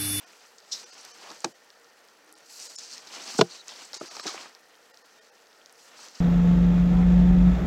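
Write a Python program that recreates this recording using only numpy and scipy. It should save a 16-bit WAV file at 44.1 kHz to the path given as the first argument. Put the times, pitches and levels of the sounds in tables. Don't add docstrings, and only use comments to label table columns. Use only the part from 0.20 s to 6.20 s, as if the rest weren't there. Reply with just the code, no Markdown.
import sys
import numpy as np
from scipy import signal
from scipy.fft import rfft, irfft
from scipy.io import wavfile
from scipy.ndimage import uniform_filter1d

SR = 44100
rng = np.random.default_rng(int(sys.argv[2]) if len(sys.argv) > 2 else 0)


def unload_audio(sound):
    columns = np.transpose(np.atleast_2d(sound))
    steps = np.round(np.clip(columns, -1, 1) * 32767)
    wavfile.write(sys.argv[1], SR, steps.astype(np.int16))


def gain_from_db(level_db):
    decades = np.asarray(level_db, float) / 20
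    return 10 ** decades


N = 264776


def rms_one(x):
    return x / np.sqrt(np.mean(x ** 2) + 1e-20)


def drift(rate):
    r = np.exp(-80 * np.pi * rate / SR)
    noise = rng.standard_normal(N // 40 + 2002)
    slow = signal.lfilter([1], [1, -2 * r, r * r], noise)[2000:]
    return np.interp(np.arange(N) / 40, np.arange(len(slow)), rms_one(slow))


def ring(clicks, hz, t60):
    r = gain_from_db(-60 / (t60 * SR))
    w = 2 * np.pi * hz / SR
    return signal.lfilter([0, np.sin(w)], [1, -2 * r * np.cos(w), r * r], clicks + 1e-18)


def resonance(x, hz, width_hz):
    r = np.exp(-np.pi * width_hz / SR)
    poles = [1, -2 * r * np.cos(2 * np.pi * hz / SR), r * r]
    return signal.lfilter(np.array([1, 0, -1]) * (1 - r * r) / 2, poles, x)


def grains(per_s, spread_db, share):
    sizes = gain_from_db(spread_db * np.minimum(rng.exponential(1, (2, N)), 4)) * rng.choice([-1, 1], (2, N))
    caught = rng.random((1, N)) < per_s / SR
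    return share * rms_one(sizes * caught) + np.sqrt(1 - share ** 2) * rng.standard_normal((2, N))


def coloured(source, spectrum, patchy_db, rate):
    out = 0
    together = drift(rate)
    at, level = np.transpose(spectrum)
    edges = 80 * 2 ** np.arange(0, 7.7, 1 / 3)
    for k, (low, high) in enumerate(zip(edges, edges[1:])):
        hz = np.sqrt(low * high)
        if at[0] / 1.3 < hz < at[-1] * 1.3:
            sos = signal.butter(2, [low, high], "band", fs=SR, output="sos")
            band = signal.sosfilt(sos, source[k % 2])
            flicker_db = patchy_db * (together + 0.77 * drift(rate))
            out = out + band * gain_from_db(np.interp(np.log(hz), np.log(at), level) + flicker_db)
    return rms_one(out)


def gesture(s, held, db, rest_db):
    rise_db_per_s, fall_db_per_s = 234, 167
    t = np.arange(N)[::32, None] / SR
    level = db - rise_db_per_s * np.maximum(s - t, 0) - fall_db_per_s * np.maximum(t - s - held, 0)
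    gain = np.sqrt(np.sum(gain_from_db(2 * level), axis=1) + gain_from_db(2 * rest_db))
    return np.interp(np.arange(N) / SR, t[:, 0], gain)


def slips(table, spread):
    size = 18000
    out, t = np.zeros(N + size), np.arange(size) / SR
    for s, db, hz, rise, fade in table:
        noise = rng.standard_normal((2, size))
        low_hz, high_hz = hz / spread, hz * spread
        rough = noise[0] * gain_from_db(22 * uniform_filter1d(noise[1], size=90))
        sos = signal.butter(3, [low_hz, high_hz], "band", fs=SR, output="sos")
        tone = rms_one(signal.sosfilt(sos, rough))
        soft = signal.lfilter(*signal.butter(1, 2 * high_hz, fs=SR), tone + 0.071 * rough)
        shape = np.where(t < rise, t / rise, gain_from_db(-60 * (t - rise) / fade))
        out[round(s * SR):][:size] += gain_from_db(db) * shape * soft
    return out[:N]


def ticks(table, t60, stutter=0):
    out, click = np.zeros(N + 600), np.eye(1, 600)[0]
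    click[round(0.0014 * SR) * np.array([1, 2])] = -stutter, stutter ** 2
    for s, db, hz in table:
        apart = rng.uniform(1.1, 1.3)
        snap = ring(click, hz, t60) + 1.07 * ring(click, hz / apart, t60)
        snap = snap - 0.5 * ring(click, hz * apart, 1.5 * t60)
        tick = resonance(resonance(snap, hz, 2.5 * hz), hz, 1.7 * hz)
        tick = tick + 0.65 * resonance(click, 0.55 * hz, 0.5 * hz) + 0.5 * resonance(click, 11400, 6000)
        out[round(s * SR):][:600] += gain_from_db(db - 1.5) * tick
    return out[:N]


def knocks(blows, modes):
    out, click = np.zeros(N + 9000), np.eye(1, 9000)[0]
    for s, db, hard_hz, deep_db, free in blows:
        body = 0
        for k, (hz, level_db, t60) in enumerate(modes):
            gain_db = level_db + 2 * rng.standard_normal() + deep_db * (hz < 550)
            body = body + (-1) ** k * gain_from_db(gain_db) * ring(click, hz, t60 * max(free, 0.1))
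        out[round(s * SR):][:9000] += gain_from_db(db - 7) * signal.lfilter(*signal.butter(2, hard_hz, fs=SR), body)
    return out[:N]


def far_air():
    # f/Hz, level/dB
    air_spectrum = [(47, -60), (80, -33), (208, -9), (386, -5), (471, 2), (1090, -6.5), (1370, -6),
                    (1600, 0.5), (1860, -7.5), (2080, -8), (3390, -22.5), (5400, -19), (10300, -26),
                    (15000, -33.5), (16000, -31)]
    # f/Hz, width/Hz, level/dB
    box_modes = [(472.5, 9.7, 6.5), (850, 26, 2), (1373, 86, 3), (1823, 63, 7)]
    wash = coloured(rng.standard_normal((2, N)), air_spectrum, patchy_db=0.67, rate=12)
    box = sum(gain_from_db(db) * resonance(wash, hz, width) for hz, width, db in box_modes)
    return gain_from_db(-56 - 6.5) * (wash + 0.76 * box)


def hand():
    # f/Hz, level/dB
    rub_spectrum = [(2200, -19), (3000, -6.5), (3800, -25), (4600, 1.5), (5600, -1), (6600, 1.5),
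                    (7800, -13), (9400, -23), (12000, -30)]
    # f/Hz, level/dB
    drag_spectrum = [(59, -63.5), (100, -28), (194, -8), (290, -4.5), (555, -4.5), (779, 0), (1910, -3.5),
                     (2330, -4), (2850, -3.5), (4000, -7), (5200, -22), (8800, -120)]
    # f/Hz, level/dB
    swish_spectrum = [(5000, -52), (8000, 19.5), (10000, -21), (13000, 11), (16000, -34)]
    # t/s, held/s, cover rub level/dB, weight on the edge/dB
    strokes = [(0, .25, -60.5, 1), (.44, 0.087, -62.5, -1.5), (.55, 0.085, -48, -4.5),
               (.73, 0.074, -51.5, -4), (.85, 0.18, -54, -0.5), (1.04, 0.07, -53.5, 3),
               (1.15, 0.12, -55, -6), (2.19, 0.034, -63.5, 0), (2.32, 0.069, -50.5, -17),
               (2.409, 0.094, -47, -8.5), (2.59, 0.049, -45, -11), (2.72, 0.033, -44.5, -6.5),
               (2.82, .06, -63.5, 7.5), (2.94, 0.018, -43, -1.5), (3.0, 0.071, -47.5, 1),
               (3.09, 0.083, -40, -7.5), (3.25, 0.044, -60, 4), (3.309, 0.062, -49.5, -5.5),
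               (3.5, 0.02, -51.5, 1), (3.58, 0.044, -47.5, -3.5), (3.69, .09, -56, 0.5),
               (3.83, 0.14, -47.5, -2), (4.01, 0.074, -44, -3.5), (4.09, 0.047, -43.5, -1.5),
               (4.17, 0.072, -49.5, 3), (4.88, 0.11, -66, 1.5), (5.61, 0.057, -57, -11),
               (5.72, 0.028, -69.5, 11.5), (5.801, 0.052, -48.5, -4), (5.95, 0.065, -52, -4.5)]
    # t/s, held/s, level/dB
    swings = [(0, 0.36, -70), (.56, 0.027, -59), (.86, 0.46, -66.5), (2.32, 0.18, -54.5), (2.73, .02, -63),
              (2.88, .17, -62.5), (3.11, 0.063, -54.5), (3.48, 0.49, -64.5), (3.97, 0.046, -67),
              (4.15, .07, -65), (4.58, 0.21, -73.5), (5.6, 0.09, -65), (5.79, .06, -64), (5.959, .05, -72)]
    s, held, db, weight_db = np.transpose(strokes)
    rub = coloured(grains(900, spread_db=4, share=0.45), rub_spectrum, patchy_db=1.5, rate=45)
    drag = coloured(grains(500, spread_db=3.5, share=0.4), drag_spectrum, patchy_db=1.7, rate=35)
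    swish = coloured(grains(400, spread_db=4, share=0.35), swish_spectrum, patchy_db=1.2, rate=30)
    covers = gesture(s, held, db, rest_db=-65) * rub
    edges = gesture(s, held, db + weight_db, rest_db=-64) * drag
    sleeve = gesture(*np.transpose(swings), rest_db=-95) * swish
    return covers + edges + sleeve


def creaks():
    sizes = gain_from_db(3.5 * np.minimum(rng.exponential(1, N), 3)) * rng.choice([-1, 1], N)
    clicks = (rng.random(N) < 45 / SR) * sizes
    return gain_from_db(-47) * resonance(clicks, 7000, 8000)


def cover_slips():
    # t/s, level/dB, centre f/Hz, rise/s, fade/s
    cover_bursts = [(.381, -48.5, 5300, 0.0034, 0.046), (.511, -33, 5080, 0.012, 0.18),
                    (.96, -49.5, 850, 0.16, .1), (1.2438, -30, 5800, 0.0015, 0.013),
                    (1.249, -42, 4870, 0.0023, 0.048), (2.4077, -42.5, 6040, 0.0093, 0.39),
                    (2.552, -34.5, 6560, .011, 0.0084), (2.582, -38, 5420, 0.0041, 0.07),
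                    (2.61, -47.5, 5370, 0.027, 0.3), (2.868, -44, 4660, 0.0028, 0.084),
                    (3.178, -32, 5930, 0.0055, 0.11), (3.189, -29.5, 3600, 0.0027, 0.099),
                    (3.2096, -11, 3180, 0.0035, 0.017), (3.2105, -17, 5280, 0.0026, 0.01),
                    (3.489, -41, 4300, 0.001, 0.26), (3.734, -37.5, 5300, 0.011, 0.26),
                    (4.06, -33, 4900, 0.0061, 0.19)]
    return slips(cover_bursts, spread=1.395)


def held_ticks():
    # t/s, peak level/dB
    faint = [(.403, -40), (1.5034, -34.5), (1.645, -41.5), (1.702, -51), (1.8861, -42), (2.094, -44),
             (2.154, -38), (2.1934, -45), (4.35, -32.5), (4.554, -42), (4.6294, -49), (4.744, -38),
             (4.7731, -35.5), (5.167, -55), (5.2023, -46), (5.27, -42), (5.3297, -45), (5.46, -32),
             (5.496, -41)]
    return ticks([(s, db, 5000 * np.exp(0.05 * rng.standard_normal())) for s, db in faint], t60=0.0028)


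def whines():
    # t/s, level/dB, centre f/Hz, rise/s, fade/s
    whine_bursts = [
        (.515, -31, 5340, 0.017, 0.11),
        (.52, -37, 3910, 0.015, 0.15),
        (1.2443, -30, 4750, 0.0033, .012),
        (1.87, -65, 315, 0.25, 0.4),
        (2.6, -57, 5650, 0.076, 0.28),
        (3.29, -43.5, 4250, 0.026, 0.21),
        (3.35, -49, 4070, .065, .02),
        (3.209, -16.5, 5400, 0.0014, 0.027),
        (3.645, -46.5, 7360, 0.0068, 0.032),
    ]
    return slips(whine_bursts, spread=1.085)


def sleeve_crackles():
    # t/s, peak level/dB, f/Hz
    cloth_snaps = [(0.8111, -42, 9500), (0.8305, -46, 9000), (0.85, -34, 9100), (2.0632, -51, 8180),
                   (2.1261, -35.5, 10100), (2.1404, -36, 9150), (2.1779, -47, 8370), (2.1854, -45, 8200),
                   (3.2454, -46, 8300), (3.481, -31.5, 7960), (3.5394, -43, 8000), (3.8008, -32.5, 8100),
                   (5.5263, -40, 9810)]
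    return ticks(cloth_snaps, t60=0.0028)


def jacket_ticks():
    # t/s, peak level/dB, f/Hz
    jacket_snaps = [(0.85, -33, 4600), (1.103, -31, 4730), (1.1152, -32.5, 5460), (1.205, -33, 7000),
                    (2.593, -30.5, 6000), (2.78, -27, 5300), (3.482, -26.5, 5920), (3.5604, -35, 4570),
                    (3.652, -39, 7400), (3.7323, -24.5, 4940), (3.7435, -23, 5100), (3.9674, -26, 4900),
                    (3.998, -24, 4900), (4.0678, -21, 5140), (4.0798, -22, 4860), (4.0942, -28, 5200),
                    (4.1775, -40, 3000), (5.7839, -43, 5900), (5.885, -35, 5700), (5.4154, -44, 3150)]
    return ticks(jacket_snaps, t60=0.0056, stutter=0.32)


def book_taps():
    # t/s, level/dB, hardness f/Hz, share of the deep modes/dB, ring (1 free, 0 held)
    tap_blows = [(1.103, -38, 1438, -2.5, 1), (1.116, -34, 1188, -10, 1), (1.243, -16, 1100, -14, 0.7),
                 (1.249, -19, 900, -8.5, 0.6), (1.258, -39, 500, 4, 0.59), (2.868, -45, 600, -5, 1),
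                 (3.811, -25, 650, -7, 0.47), (3.813, -34, 550, -1, 0.7), (3.967, -31, 2000, -14, 0.64),
                 (3.996, -21.5, 2500, -22, 0.32), (4.055, -27, 700, 0, 0.46), (4.066, -30, 1990, -28, 0.66),
                 (4.074, -26, 2000, -14, 0.51), (4.084, -31, 2000, -4, 0.49),
                 (4.142, -28.5, 1200, -4, 0.37), (4.154, -38, 2500, -17, .6), (4.166, -40, 1500, -22, .6),
                 (4.178, -53, 2500, -19, .5), (4.212, -43, 1500, -15, 0.47), (4.257, -34.5, 1500, -18, 1),
                 (5.79, -34.5, 1200, -24, 0.75)]
    # f/Hz, level/dB, t60/s
    row_modes = [(178.6, -32, 0.48), (230, -4, 0.031), (303, -4, 0.072), (336, -1.5, 0.13),
                 (416, -0.5, 0.066), (494, -8, 0.035), (587, -5, 0.026), (830, 0.5, 0.015),
                 (893, -2, 0.039), (1260, -3, 0.053), (1406, -6, 0.049), (1640, -2.5, 0.031),
                 (2500, 0.5, 0.03)]
    return knocks(tap_blows, row_modes)


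def raps():
    # t/s, level/dB, f/Hz, t60/s
    corner_raps = [(1.2425, -27, 575, 0.039), (1.249, -28, 800, 0.021), (1.246, -29, 2500, 0.019),
                   (1.259, -30.5, 336, 0.075), (1.27, -41, 800, .03), (2.869, -46.5, 600, 0.017),
                   (3.146, -40, 251, .04), (3.19, -15.5, 220, 0.043), (3.19, -17, 178, 0.045),
                   (3.1914, -12.5, 680, 0.031), (3.195, -15.5, 432, 0.029), (3.212, -17, 1010, 0.033),
                   (3.213, -21.5, 176, 0.054), (3.763, -43, 400, 0.029), (3.8123, -31, 1260, 0.023),
                   (3.8114, -28.5, 350, 0.019), (3.815, -28, 620, .02), (3.827, -37.5, 342, 0.054),
                   (3.838, -39, 340, 0.044), (3.951, -40, 1250, 0.022), (3.968, -38.5, 880, .03),
                   (3.997, -31.5, 1180, .025), (4.055, -32.5, 377, 0.021), (4.058, -36, 695, 0.021),
                   (4.064, -34, 315, 0.096), (4.067, -32, 1250, 0.022), (4.075, -30, 1390, .025),
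                   (4.084, -34, 1280, 0.038), (4.094, -35, 1150, .02), (4.141, -35, 1300, 0.013),
                   (4.145, -34.5, 773, .035), (4.154, -36, 1200, .015), (4.178, -35.5, 1270, .02),
                   (4.178, -33.5, 2400, 0.016), (4.211, -45, 705, .02), (4.23, -45, 890, 0.018),
                   (4.258, -40, 1000, 0.018)]
    out, click = np.zeros(N + 6000), np.eye(1, 6000)[0]
    for s, db, hz, t60 in corner_raps:
        note = ring(click, hz, t60) + gain_from_db(-10) * ring(click, hz * 1.124, 0.68 * t60)
        contact = signal.butter(1, [0.5 * hz, 2 * hz], "band", fs=SR)
        out[round(s * SR):][:6000] += gain_from_db(db + 0.5) * signal.lfilter(*contact, note)
    return out[:N]


def paper_slaps():
    # t/s, level/dB, centre f/Hz, fade/s
    block_slaps = [(1.243, -21.5, 555, 0.033), (1.255, -40, 325, 0.14), (1.245, -34.5, 1300, 0.027),
                   (3.488, -36, 2500, 0.024), (3.732, -45, 1010, 0.2), (3.19, -19, 333, 0.056),
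                   (3.212, -17, 680, 0.023), (4.054, -36, 430, 0.04), (4.068, -38.5, 1240, 0.17),
                   (4.142, -43, 795, 0.027), (4.154, -45, 1500, 0.018), (4.178, -43, 1610, .018)]
    return slips([(s, db, hz, 0.0031, fade) for s, db, hz, fade in block_slaps], spread=2.34)


def cover_catches():
    # t/s, peak level/dB, f/Hz
    cover_snaps = [(1.2452, -14.5, 5500), (1.247, -20.5, 6200), (1.2456, -13, 4700), (1.249, -22, 4700),
                   (3.2118, -15, 5100), (4.1785, -29, 2630), (4.086, -24, 3000), (4.211, -32, 3100),
                   (4.154, -33, 2800), (2.4086, -33, 5800), (2.562, -20, 6130), (2.5855, -31, 6800),
                   (2.5875, -29, 6200), (3.1, -35.5, 5400), (2.728, -29, 5200), (2.6, -43, 4200),
                   (2.4, -37, 4800), (2.9494, -30, 5400), (2.4, -31, 7300), (3.1409, -29, 5300)]
    return resonance(ticks(cover_snaps, t60=0.0056), 4800, 7000)


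def hardback_landing():
    # t/s, level/dB, hardness f/Hz, share of the deep modes/dB, ring (1 free, 0 held)
    landing_blows = [
        (3.189, -12, 1320, -1.5, 0.68),
        (3.192, -13, 604, 3.5, 0.31),
        (3.196, -27.5, 400, -5, 0.5),
        (3.211, -9.5, 2500, -0.5, 0.86),
        (3.214, -12, 1280, -1.5, 0.74),
    ]
    # f/Hz, level/dB, t60/s
    board_modes = [(132, -11, 0.1), (176, 1, 0.13), (211, -3.5, 0.067), (308, -4, 0.026), (353, -10, 0.15),
                   (430, 9, 0.06), (473, 1, 0.12), (644, -3, 0.061), (689, -3, 0.06), (784, -11, 0.12),
                   (1120, -7, 0.022), (1300, -1.5, 0.028), (1465, 3, 0.046), (1530, -24, 0.008),
                   (1900, -3, 0.015), (2400, -13, 0.025)]
    return knocks(landing_blows, board_modes)


def scene():
    friction = far_air() + hand() + creaks()
    bursts = cover_slips() + whines() + paper_slaps()
    clicks = held_ticks() + sleeve_crackles() + jacket_ticks() + cover_catches()
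    wood = book_taps() + raps() + hardback_landing()
    return (friction + bursts + clicks + wood)[None]


def starve(x):
    # t/windows (1024/48000 s each); fractional ones, beside a snap, dip wider
    thin_moments = [2, 30, 33, 43, 62, 100, 116, 119.85, 177.15, 182, 188, 221, 226, 234, 239]
    window_s = 1024 / 48000
    out, half = x.copy(), round(window_s * SR)
    turn = np.pi * (np.arange(2 * half) + 0.5) / (2 * half)
    for moment in thin_moments:
        a = round((moment + 0.58) * window_s * SR) - half
        lines = rfft(x[a:a + 2 * half] * np.sin(turn))
        size = abs(lines)
        kept = size > 1.5 * uniform_filter1d(size, size=120) + 0.4 * np.sort(size)[-100]
        boost, power = (0.35, 2) if moment % 1 else (0.6, 1)
        dip = (1 - abs(np.cos(turn)) ** power) / np.sin(turn)
        out[a:a + 2 * half] += boost * np.sin(turn) * irfft(lines * kept, 2 * half)
        out[a:a + 2 * half] -= dip * irfft(lines * ~kept, 2 * half)
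    return out


def low_pass(x):
    return signal.sosfilt(signal.butter(12, 15900, fs=SR, output="sos"), x)


def record(dry):
    cut = signal.sosfilt(signal.butter(10, 118, "high", fs=SR, output="sos"), dry[0])
    cut = cut + 0.041 * cut ** 2 + gain_from_db(-71.5) * rng.standard_normal(N)
    mix = starve(cut)[None]
    return low_pass(mix)


dry = scene()
out = record(dry)
unload_audio(out)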